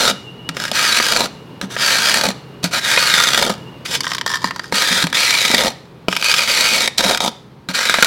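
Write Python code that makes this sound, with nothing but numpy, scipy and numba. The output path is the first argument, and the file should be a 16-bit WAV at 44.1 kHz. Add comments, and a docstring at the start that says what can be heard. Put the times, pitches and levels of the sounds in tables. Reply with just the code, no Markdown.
"""Scraping frost in a freezer

A thin plastic scraper is pushed over thick frost, stroke after stroke, close to the microphone.
Loose frost rasps as shaped noise; on hard ice the edge sticks, slips and snaps in bursts of fractures.
The freezer wall thumps in its low modes, near walls echo and the kitchen adds a faint tail.
Behind it: a low motor hum over rumble and drone, and a thin two-tone whistle that fades."""
import sys
import numpy as np
from scipy import signal
from scipy.fft import rfft, irfft, next_fast_len
from scipy.io import wavfile
from scipy.ndimage import uniform_filter1d, map_coordinates
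from numba import njit

SR = 44100
rng = np.random.default_rng(int(sys.argv[2]) if len(sys.argv) > 2 else 0)


def inscribe(sig):
    """Save sig as 16-bit PCM at rate SR to the path in sys.argv[1].

    A 1-D sig is mono; a 2-D sig holds one channel per row.
    Samples are clipped to [-1, 1] before scaling.
    """
    pcm = np.round(np.clip(np.atleast_2d(sig).T, -1, 1) * 32767)
    wavfile.write(sys.argv[1], SR, pcm.astype(np.int16))


N = 355446
TIME = np.arange(N) / SR
SIZE = next_fast_len(N + SR, True)  # transform length, with room for tails
HZ = np.fft.rfftfreq(SIZE, 1 / SR)
TOP_HZ = 16000  # band limit

# the edge lands or breaks off a lump, levels ahead of the band trims:
# (time [s], middle level [dB], bass and treble relative to it [dB, dB])
SNAP_EVENTS = [(0.4904, -11.5, -9, 0.5), (0.5681, -12.5, -3.5, -2.5), (0.715, -20, 8, 12),
               (1, -3, -5.5, -17), (1.6133, -15, -4.5, 1), (1.765, -9, -6.5, -15), (2.6415, -20, 4, 16.5),
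               (2.9744, 2.5, -10.5, -41), (3.2012, -2, -15, -1.5), (3.4993, -14, 4.5, 3),
               (4.006, -17, -7, 8.5), (4.0432, -16, -14, -2), (4.068, -8.5, -17, -20),
               (4.117, -9.5, -13, -5), (4.1822, -15.5, -18, 2.5), (4.2121, -11, -14, -3.5),
               (4.2622, -10.5, -4.5, 1), (4.3375, -11, -15, -6), (4.4429, -9.5, -2, -1.5),
               (4.5084, -10.5, -13, -11), (4.561, -19.5, -9, -1), (4.5942, -12.5, -11, -6.5),
               (4.6416, -21, -18, -6), (4.7239, -9, 1.5, -5), (5.0402, -9.5, -10, 0),
               (5.0689, -10.5, -9, -2.5), (5.1277, -7.5, -12, -4), (5.5009, -11.5, 3, -3),
               (5.5396, -11, 7.5, -20), (6.0835, -6, 4, -6), (6.127, -5, -14, -12),
               (6.1646, -3.5, -26, -7.5), (6.2249, -7, -17, -4), (6.3395, -2, -32, -7.5),
               (6.4752, -9.5, -22, -8), (6.8761, -8.5, -5, 5), (6.981, -18, -9, 8), (7.1742, -9.5, -19, 1),
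               (7.2044, -10, -0.5, 3), (7.6881, -19, -8, 4), (7.8531, -7, -22, 0), (7.896, 0, -12, -4),
               (7.9405, 1.5, -14, -5.5), (7.985, -5, -2.5, -15), (8.0249, 10, -14, -4),
               (8.0456, -3, -13, 3)]
# pushes of the scraper: (start [s], end [s], level [dB], rise [s], bass and treble relative to it [dB, dB],
# stick-slip share [0-1], dig down to hard ice [0-1], lower and upper blade mode in mid-stroke [Hz, Hz])
PUSHES = [(-0.1, 0.1, -16, 0.025, -9.5, 3.5, 0.055, 0.39, 1470, 4150),
          (0.54, 0.684, -25.5, 0.063, -7.5, 1, 0.63, 0, 1770, 5370),
          (0.725, 1.244, -16, 0.032, -14.5, 2, 0.041, 0.83, 1590, 4460),
          (1.619, 1.643, -34, 0.0057, 1, 2, 0.4, 0, 1700, 5900),
          (1.694, 1.751, -29.5, 0.014, -9.5, 1.5, 0.3, 0.17, 1690, 5430),
          (1.768, 2.288, -15.5, 0.051, -12.5, 2, 0.21, 0.69, 1690, 4420),
          (2.628, 2.66, -24, 0.0043, -4.5, 3, 0.22, 0.077, 1720, 4260),
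          (2.71, 2.785, -18, 0.026, -9.5, 1, 0.1, 0, 1530, 3880),
          (2.797, 3.515, -15.5, 0.081, -14, 1.5, 0.2, 0.94, 1470, 3580),
          (3.849, 3.862, -25, 0.005, -13, 3, 0.1, 0, 2120, 4340),
          (3.876, 3.951, -18, 0.076, -8, 5, 0.16, 0.056, 2200, 4640),
          (4.011, 4.167, -30.5, 0.032, -15, 5, 0.9, 0.024, 1900, 5240),
          (4.264, 4.37, -24, 0.0044, -15, 2.5, 0.7, 0.093, 1750, 5100),
          (4.394, 4.488, -30, 0.035, -9, 2, 0.7, 0.049, 1750, 4870),
          (4.527, 4.702, -49.5, 0.02, -7, 8, 0.7, 0.09, 1650, 4940),
          (4.717, 5.03, -17, 0.033, -12, 2.5, 0.31, 0.051, 1560, 3860),
          (5.05, 5.103, -41.5, 0.005, -4, 5, 0.6, 0.22, 1600, 4000),
          (5.137, 5.679, -16.5, 0.01, -13.5, 3, 0.16, 0.85, 1990, 3910),
          (6.083, 6.212, -27, 0.03, -8.5, 3.5, 0.75, 0, 2570, 4650),
          (6.228, 6.439, -16.5, 0.014, -15, 2.5, 0.35, 0.21, 2470, 4610),
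          (6.42, 6.853, -17.5, 0.07, -10.5, 4, 0.15, 0.3, 2060, 4150),
          (6.976, 7.009, -16.5, 0.002, -11, 10.5, 0.2, 0.36, 1610, 4030),
          (6.993, 7.149, -18.5, 0.046, 0, 4, 0.51, 0, 1350, 3740),
          (7.203, 7.279, -24, 0.012, -8, 7, 0.14, 0.78, 1400, 3690),
          (7.685, 7.711, -27, 0.0027, -3.5, 1, 0.3, 0, 1510, 4000),
          (7.734, 8.06, -17.5, 0.012, -14.5, 0.5, 0.21, 0.11, 1510, 3890)]

RISE_DB, RELEASE_DB_PER_S = 16, 652  # a stroke starts this much softer, and stops this fast
CRUMBS_DB, CRUMBS_DB_PER_S = -30, 90  # loose frost trickles down afterwards
# the last stretch, on hard ice: weaker, with more bass and treble
DIG_S, DIG_LEVEL_DB, DIG_BASS_DB, DIG_TREBLE_DB = 0.14, -6, 21.5, 4
JERK_S, JERK_SHARE = 0.31, 0.69  # the edge starts to stick some time before that
LURCH_DB, LURCH_RATE = 2.5, 50  # the hand lurches while the edge sticks; knots a second
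# the blade's modes sink and wander as the contact travels along its rim
SINK_OCTAVES_PER_S, WANDER_OCTAVES, WANDER_RATE = 0.36, 0.085, 14


def amp(db):
    """Decibels to gain."""
    return 10 ** (np.asarray(db) / 20)


def unit(x):
    """Scale to rms 1."""
    return x / np.sqrt(np.mean(x ** 2) + 1e-20)


def curves(rows):
    """One value per sample for each column after the time."""
    s, *cols = np.transpose(rows)
    return [np.interp(TIME, s, c) for c in cols]


def along(points, hz):
    """(Hz, value) points read on a log frequency axis."""
    f, v = np.transpose(points)
    return np.interp(np.log(hz + 1), np.log(f), v)


def wobble(rate):
    """A smooth random curve of rms 1 with rate knots a second."""
    knots = rng.standard_normal(N // 8)
    return unit(map_coordinates(knots, [TIME * rate], mode="wrap"))


def filtered(x, response):
    """x through a frequency response."""
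    return irfft(rfft(x, SIZE) * response, SIZE)[:N]


def lifts(resonances):
    """The dB that a set of resonances adds at each frequency."""
    return sum(db / (1 + (2 * (HZ - hz) / width) ** 2) for hz, width, db in resonances)


def causal(gain):
    """The short impulse response, of energy 1, that rings only after it is struck."""
    # folding the cepstrum forward gives the minimum-phase response
    cepstrum = irfft(np.log(gain + 1e-6), SIZE)
    cepstrum[1:SIZE // 2] *= 2
    cepstrum[SIZE // 2:] = 0
    ring = irfft(np.exp(rfft(cepstrum)), SIZE)[:SR // 20]
    return ring / np.linalg.norm(ring)


def add(track, s, sound):
    """Mix a sound in at time s."""
    part = track[max(0, round(s * SR)):][:len(sound)]
    part += sound[:len(part)]


def background(rumble_db=-1, hum_db=-7, whistle_db=-3, waver_db=5.0, drone_db=-56):
    """A motor hums over a rumble and a deep drone; two close thin tones whistle and flicker."""
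    # slow level curves: (time [s], rumble and hum level [dB], whistle level [dB]), ahead of the gains above
    idle_levels = [(0.3, -36.5, -40), (1.5, -36.5, -51.5), (2.5, -37, -52.5), (3.7, -35.5, -46.5),
                   (4.7, -39, -72), (6.0, -40.5, -79), (7.5, -43, -96)]
    # colour of the background rumble: (frequency [Hz], density [dB per Hz])
    rumble_colour = [(25, -36), (135, 0.5), (250, -4.5), (430, -5.5), (700, -15.5), (900, -12),
                     (1600, -21.5), (4200, -27.5), (7000, -41), (15500, -44.5)]
    idle_db, thin_db = curves(idle_levels)

    def tone(hz, drift):
        """A sine whose phase drifts."""
        return np.sin(2 * np.pi * hz * TIME + drift)

    rumble = unit(filtered(rng.standard_normal(N), amp(along(rumble_colour, HZ))))
    drone = unit(filtered(rng.standard_normal(N), np.exp(-((HZ - 85) / 32) ** 2)))
    hum = sum(tone(hz, wobble(9.9)) for hz in (130, 170))
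    whistle = sum(amp(db + waver_db * wobble(48)) * tone(hz, wobble(40))
                  for hz, db in ((2800, -1), (2905, 0)))
    low = amp(idle_db) * (amp(rumble_db) * rumble + amp(hum_db) * hum)
    return low + amp(drone_db) * drone + amp(thin_db + whistle_db) * whistle


def compartment(x, echo=0.16, travel=.00005, room_db=-19, room_t60=0.45):
    """Near walls echo with delays that drift as the scraper moves; the kitchen adds a faint tail."""
    # echoes from the near walls of the compartment: (mean delay [s])
    echo_delays = [0.0013, 0.0021, 0.0031, 0.0043, 0.0056]
    near = x.copy()
    for delay in echo_delays:
        heard_from = TIME - delay - travel * wobble(3)
        near += echo * np.interp(heard_from, TIME, x, left=0)
    t = np.arange(SR // 2) / SR
    dull = signal.lfilter(*signal.butter(1, 6000 / (SR / 2)), rng.standard_normal(len(t)))
    tail = dull * amp(-60 * t / room_t60)
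    return near + amp(room_db) * signal.oaconvolve(x, tail / np.linalg.norm(tail))[:N]


def thumps(gain_db=1, attack=0.00574):
    """The wall gives and booms in its low modes, with new strengths and pitches each time."""
    # the freezer wall gives and springs back: (time [s], level ahead of gain_db [dB])
    thump_events = [(0.116, -23.5), (0.499, -25.5), (1.238, -25), (1.635, -21), (2.281, -19), (2.643, -16),
                    (3.507, -20), (4.445, -22.5), (4.731, -22.5), (4.915, -21.5), (5.043, -15),
                    (5.547, -26), (6.09, -22.5), (7.059, -20), (7.693, -23)]
    # modes of the wall, before each thump's scatter: (frequency [Hz], level [dB], t60 [s])
    wall_modes = [(189.3, -1, 0.13), (262, -1, 0.093)]
    out, t = np.zeros(N), np.arange(SR // 2) / SR
    for s, db in thump_events:
        ring = np.zeros(len(t))
        for hz, level, t60 in wall_modes:
            decay = amp(level + rng.normal(0, 1.0) - 60 * t / t60)
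            ring += decay * np.sin(2 * np.pi * hz * (1 + rng.normal(0, 0.058)) * t)
        ring *= 1 - np.exp(-t / attack)
        # the level is that of the first 25 ms
        add(out, s - attack, amp(db + gain_db) * ring / np.std(ring[:SR // 40]))
    return out


def current_stroke():
    """For every sample, the columns of the stroke that began last."""
    rows = np.array(PUSHES)
    return rows[np.maximum(np.searchsorted(rows[:, 0], TIME) - 1, 0)].T


def nearing(end, span):
    """A bell over time that swells to 1 at the end of a stroke; span in seconds."""
    return np.exp(-((TIME - end) / span) ** 2)


def bite():
    """Bass dB, treble dB and stick-slip share: a stroke turns jerky, then deep, as it reaches hard ice."""
    _, end, _, _, bass_db, treble_db, jerky, dig, _, _ = current_stroke()
    ice = dig * nearing(end, DIG_S)
    jerky = jerky + JERK_SHARE * dig * nearing(end, JERK_S)
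    return bass_db + DIG_BASS_DB * ice, treble_db + DIG_TREBLE_DB * ice, np.clip(jerky, 0, 1)


def pressure(hold=0.0069, stick_share=0.57):
    """Gain of the rasp: each stroke rises, holds, weakens on the ice and stops in a trickle of crumbs."""
    gain = np.zeros(N)
    for start, end, db, rise, _, _, _, dig, _, _ in PUSHES:
        risen = np.clip((TIME - start) / rise, 0, 1)
        after = np.maximum(TIME - end, 0)
        # the weakening stays in force once the stroke has ended
        ice = dig * nearing(np.maximum(end, TIME), DIG_S)
        push_db = db - RISE_DB * (1 - risen) + DIG_LEVEL_DB * ice
        release_db = np.maximum(-RELEASE_DB_PER_S * after, CRUMBS_DB - CRUMBS_DB_PER_S * after)
        gain = np.maximum(gain, (TIME >= start) * amp(push_db + release_db))
    _, _, jerky = bite()
    gain *= amp(LURCH_DB * jerky * wobble(LURCH_RATE))
    # the edge sticks, and the rasp sinks, for a moment before each snap
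    at = np.sort(np.array(SNAP_EVENTS)[:, 0])
    to_snap = np.append(at, np.inf)[np.searchsorted(at, TIME)] - TIME
    return gain * (1 - stick_share * np.exp(-(to_snap / hold) ** 2))


def stick_slip(rate=90, scatter=.35, size_db=4.0, life=0.0011):
    """Power that swells and dies as the edge lets go at uneven intervals, levelled by its running mean."""
    wait_chance, size_chance = rng.standard_normal((3000, 2)).T
    wait = np.exp(scatter * wait_chance) / rate
    at = (np.cumsum(wait) * SR).astype(int)
    # a longer hold stores more energy
    energy = wait * amp(size_db * size_chance) ** 2
    power = np.bincount(at[at < N], energy[at < N], N)
    # two equal decays in a row round off the onset
    for _ in range(2):
        power = signal.lfilter([1], [1, -np.exp(-1 / (life * SR))], power)
    return power / (np.abs(uniform_filter1d(power, SR // 20)) + 1e-9)


def scraper_rings(bass_hz=1100, treble_hz=2800):
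    """The scraper's answer to one breaking crystal, split into bass, middle and treble."""
    # resonances of the scraper: (frequency [Hz], width [Hz], lift [dB])
    scraper_modes = [(530, 260, 7), (963, 97, 2), (1032, 81, -5), (1250, 87, 6), (2500, 110, 2),
                     (2650, 240, -3), (3200, 180, 1), (3710, 650, 3.5), (4500, 380, 1.5), (6040, 420, 3.5),
                     (7280, 600, 4.5)]
    # colour of crushed frost: (frequency [Hz], density [dB per Hz])
    frost_colour = [(40, -14), (120, -11.5), (220, 2.5), (340, -5), (800, -3.5), (1600, -1.5), (5000, -3.5),
                    (6700, -10.5), (10000, -13.5), (15500, -23.5)]
    body = amp(along(frost_colour, HZ) + lifts(scraper_modes))
    bass, below_treble = (1 / (1 + (HZ / edge) ** 10) for edge in (bass_hz, treble_hz))
    shares = (bass, (1 - bass) * below_treble, 1 - below_treble)
    return [causal(body * np.sqrt(share)) for share in shares]


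def rasp(rings, grain_db=1.5, lump_db=1, trim_db=(0, -2.3, -1.5)):
    """Crystals crumble under the edge, evenly in soft frost and in jerks on hard ice."""
    bass_db, treble_db, jerky = bite()
    texture = unit(amp(grain_db * wobble(2200) + lump_db * wobble(170)))
    flow = np.sqrt(1 - jerky + jerky * stick_slip()) * texture
    force = pressure() * flow
    out = np.zeros(N)
    for ring, db, trim in zip(rings, (bass_db, 0, treble_db), trim_db):
        crystals = force * amp(db + trim) * rng.standard_normal(N)
        out += signal.oaconvolve(crystals, ring)[:N]
    return out


def snaps(rings, t60=0.017, crumble_db=-22, crumble_t60=0.053, trim_db=(-5, -8, -7)):
    """Each snap is a burst of fractures, followed by a little crumbling."""
    out, t = np.zeros(N), np.arange(SR // 16) / SR
    fall = amp(-60 * t / t60) + amp(crumble_db - 60 * t / crumble_t60)
    for s, db, bass_db, treble_db in SNAP_EVENTS:
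        for ring, band_db, trim in zip(rings, (bass_db, 0, treble_db), trim_db):
            burst = signal.fftconvolve(fall * rng.standard_normal(len(t)), ring)
            # the level is that of the first 5 ms
            add(out, s, amp(db + band_db + trim) * burst / np.std(burst[:SR // 200]))
    return out


@njit
def resonator(x, step, damping):
    """A band-pass whose centre moves; step is about its phase advance per sample, in radians."""
    out, low, band = np.zeros(len(x)), 0.0, 0.0
    for i in range(len(x)):
        low += step[i] * band
        band += step[i] * (x[i] - low - damping * band)
        out[i] = damping * band
    return out


def blade_modes():
    """The blade's two bending modes in Hz, sinking and wandering through each stroke."""
    start, end, *_, lower_hz, upper_hz = current_stroke()
    sink = SINK_OCTAVES_PER_S * (np.minimum(TIME, end) - (start + end) / 2)
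    return [hz * 2 ** (WANDER_OCTAVES * wobble(WANDER_RATE) - sink) for hz in (lower_hz, upper_hz)]


def blade(x, lower_damping=0.18, upper_damping=0.032):
    """The blade rings in its two bending modes; a wave sent back from its rim adds gliding hollows."""
    lower_hz, upper_hz = blade_modes()
    lower = resonator(x, 2 * np.sin(np.pi * lower_hz / SR), lower_damping)
    upper = resonator(x, 2 * np.sin(np.pi * upper_hz / SR), upper_damping)
    bent = x + 1.3 * lower + upper
    # the wave returns inverted, after two and a half cycles of the upper mode
    return bent - .2 * np.interp(TIME - 2.5 / upper_hz, TIME, bent)


def side_wall(x):
    """While the scraper works along the side wall, all its sound rings hollow."""
    # hollow colour at the side wall: (frequency [Hz], width [Hz], lift [dB])
    hollow_modes = [(1048, 210, 15.5), (1806, 210, 9), (2500, 270, -8), (5100, 2600, 5)]
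    # when the scraper works there: (start [s], end [s])
    side_span = (3.98, 4.7)
    start, end = side_span
    touching = uniform_filter1d(1. * ((TIME > start) & (TIME < end)), SR // 50)
    hollow = signal.oaconvolve(x, causal(amp(lifts(hollow_modes))))[:N]
    return x + touching * (hollow - x)


def scene():
    """Scraper and wall sound inside the compartment, over the background."""
    rings = scraper_rings()
    scraping = side_wall(blade(rasp(rings) + snaps(rings)))
    return (amp(-3.0) * compartment(scraping + thumps()) + background())[None]


def record(dry):
    """The loudest peaks clip softly, and nothing is kept above the band limit."""
    clipped = dry[0] / (1 + np.abs(dry[0]) ** 6) ** (1 / 6)
    return filtered(clipped, HZ < TOP_HZ)[None]


dry = scene()
out = record(dry)
inscribe(out)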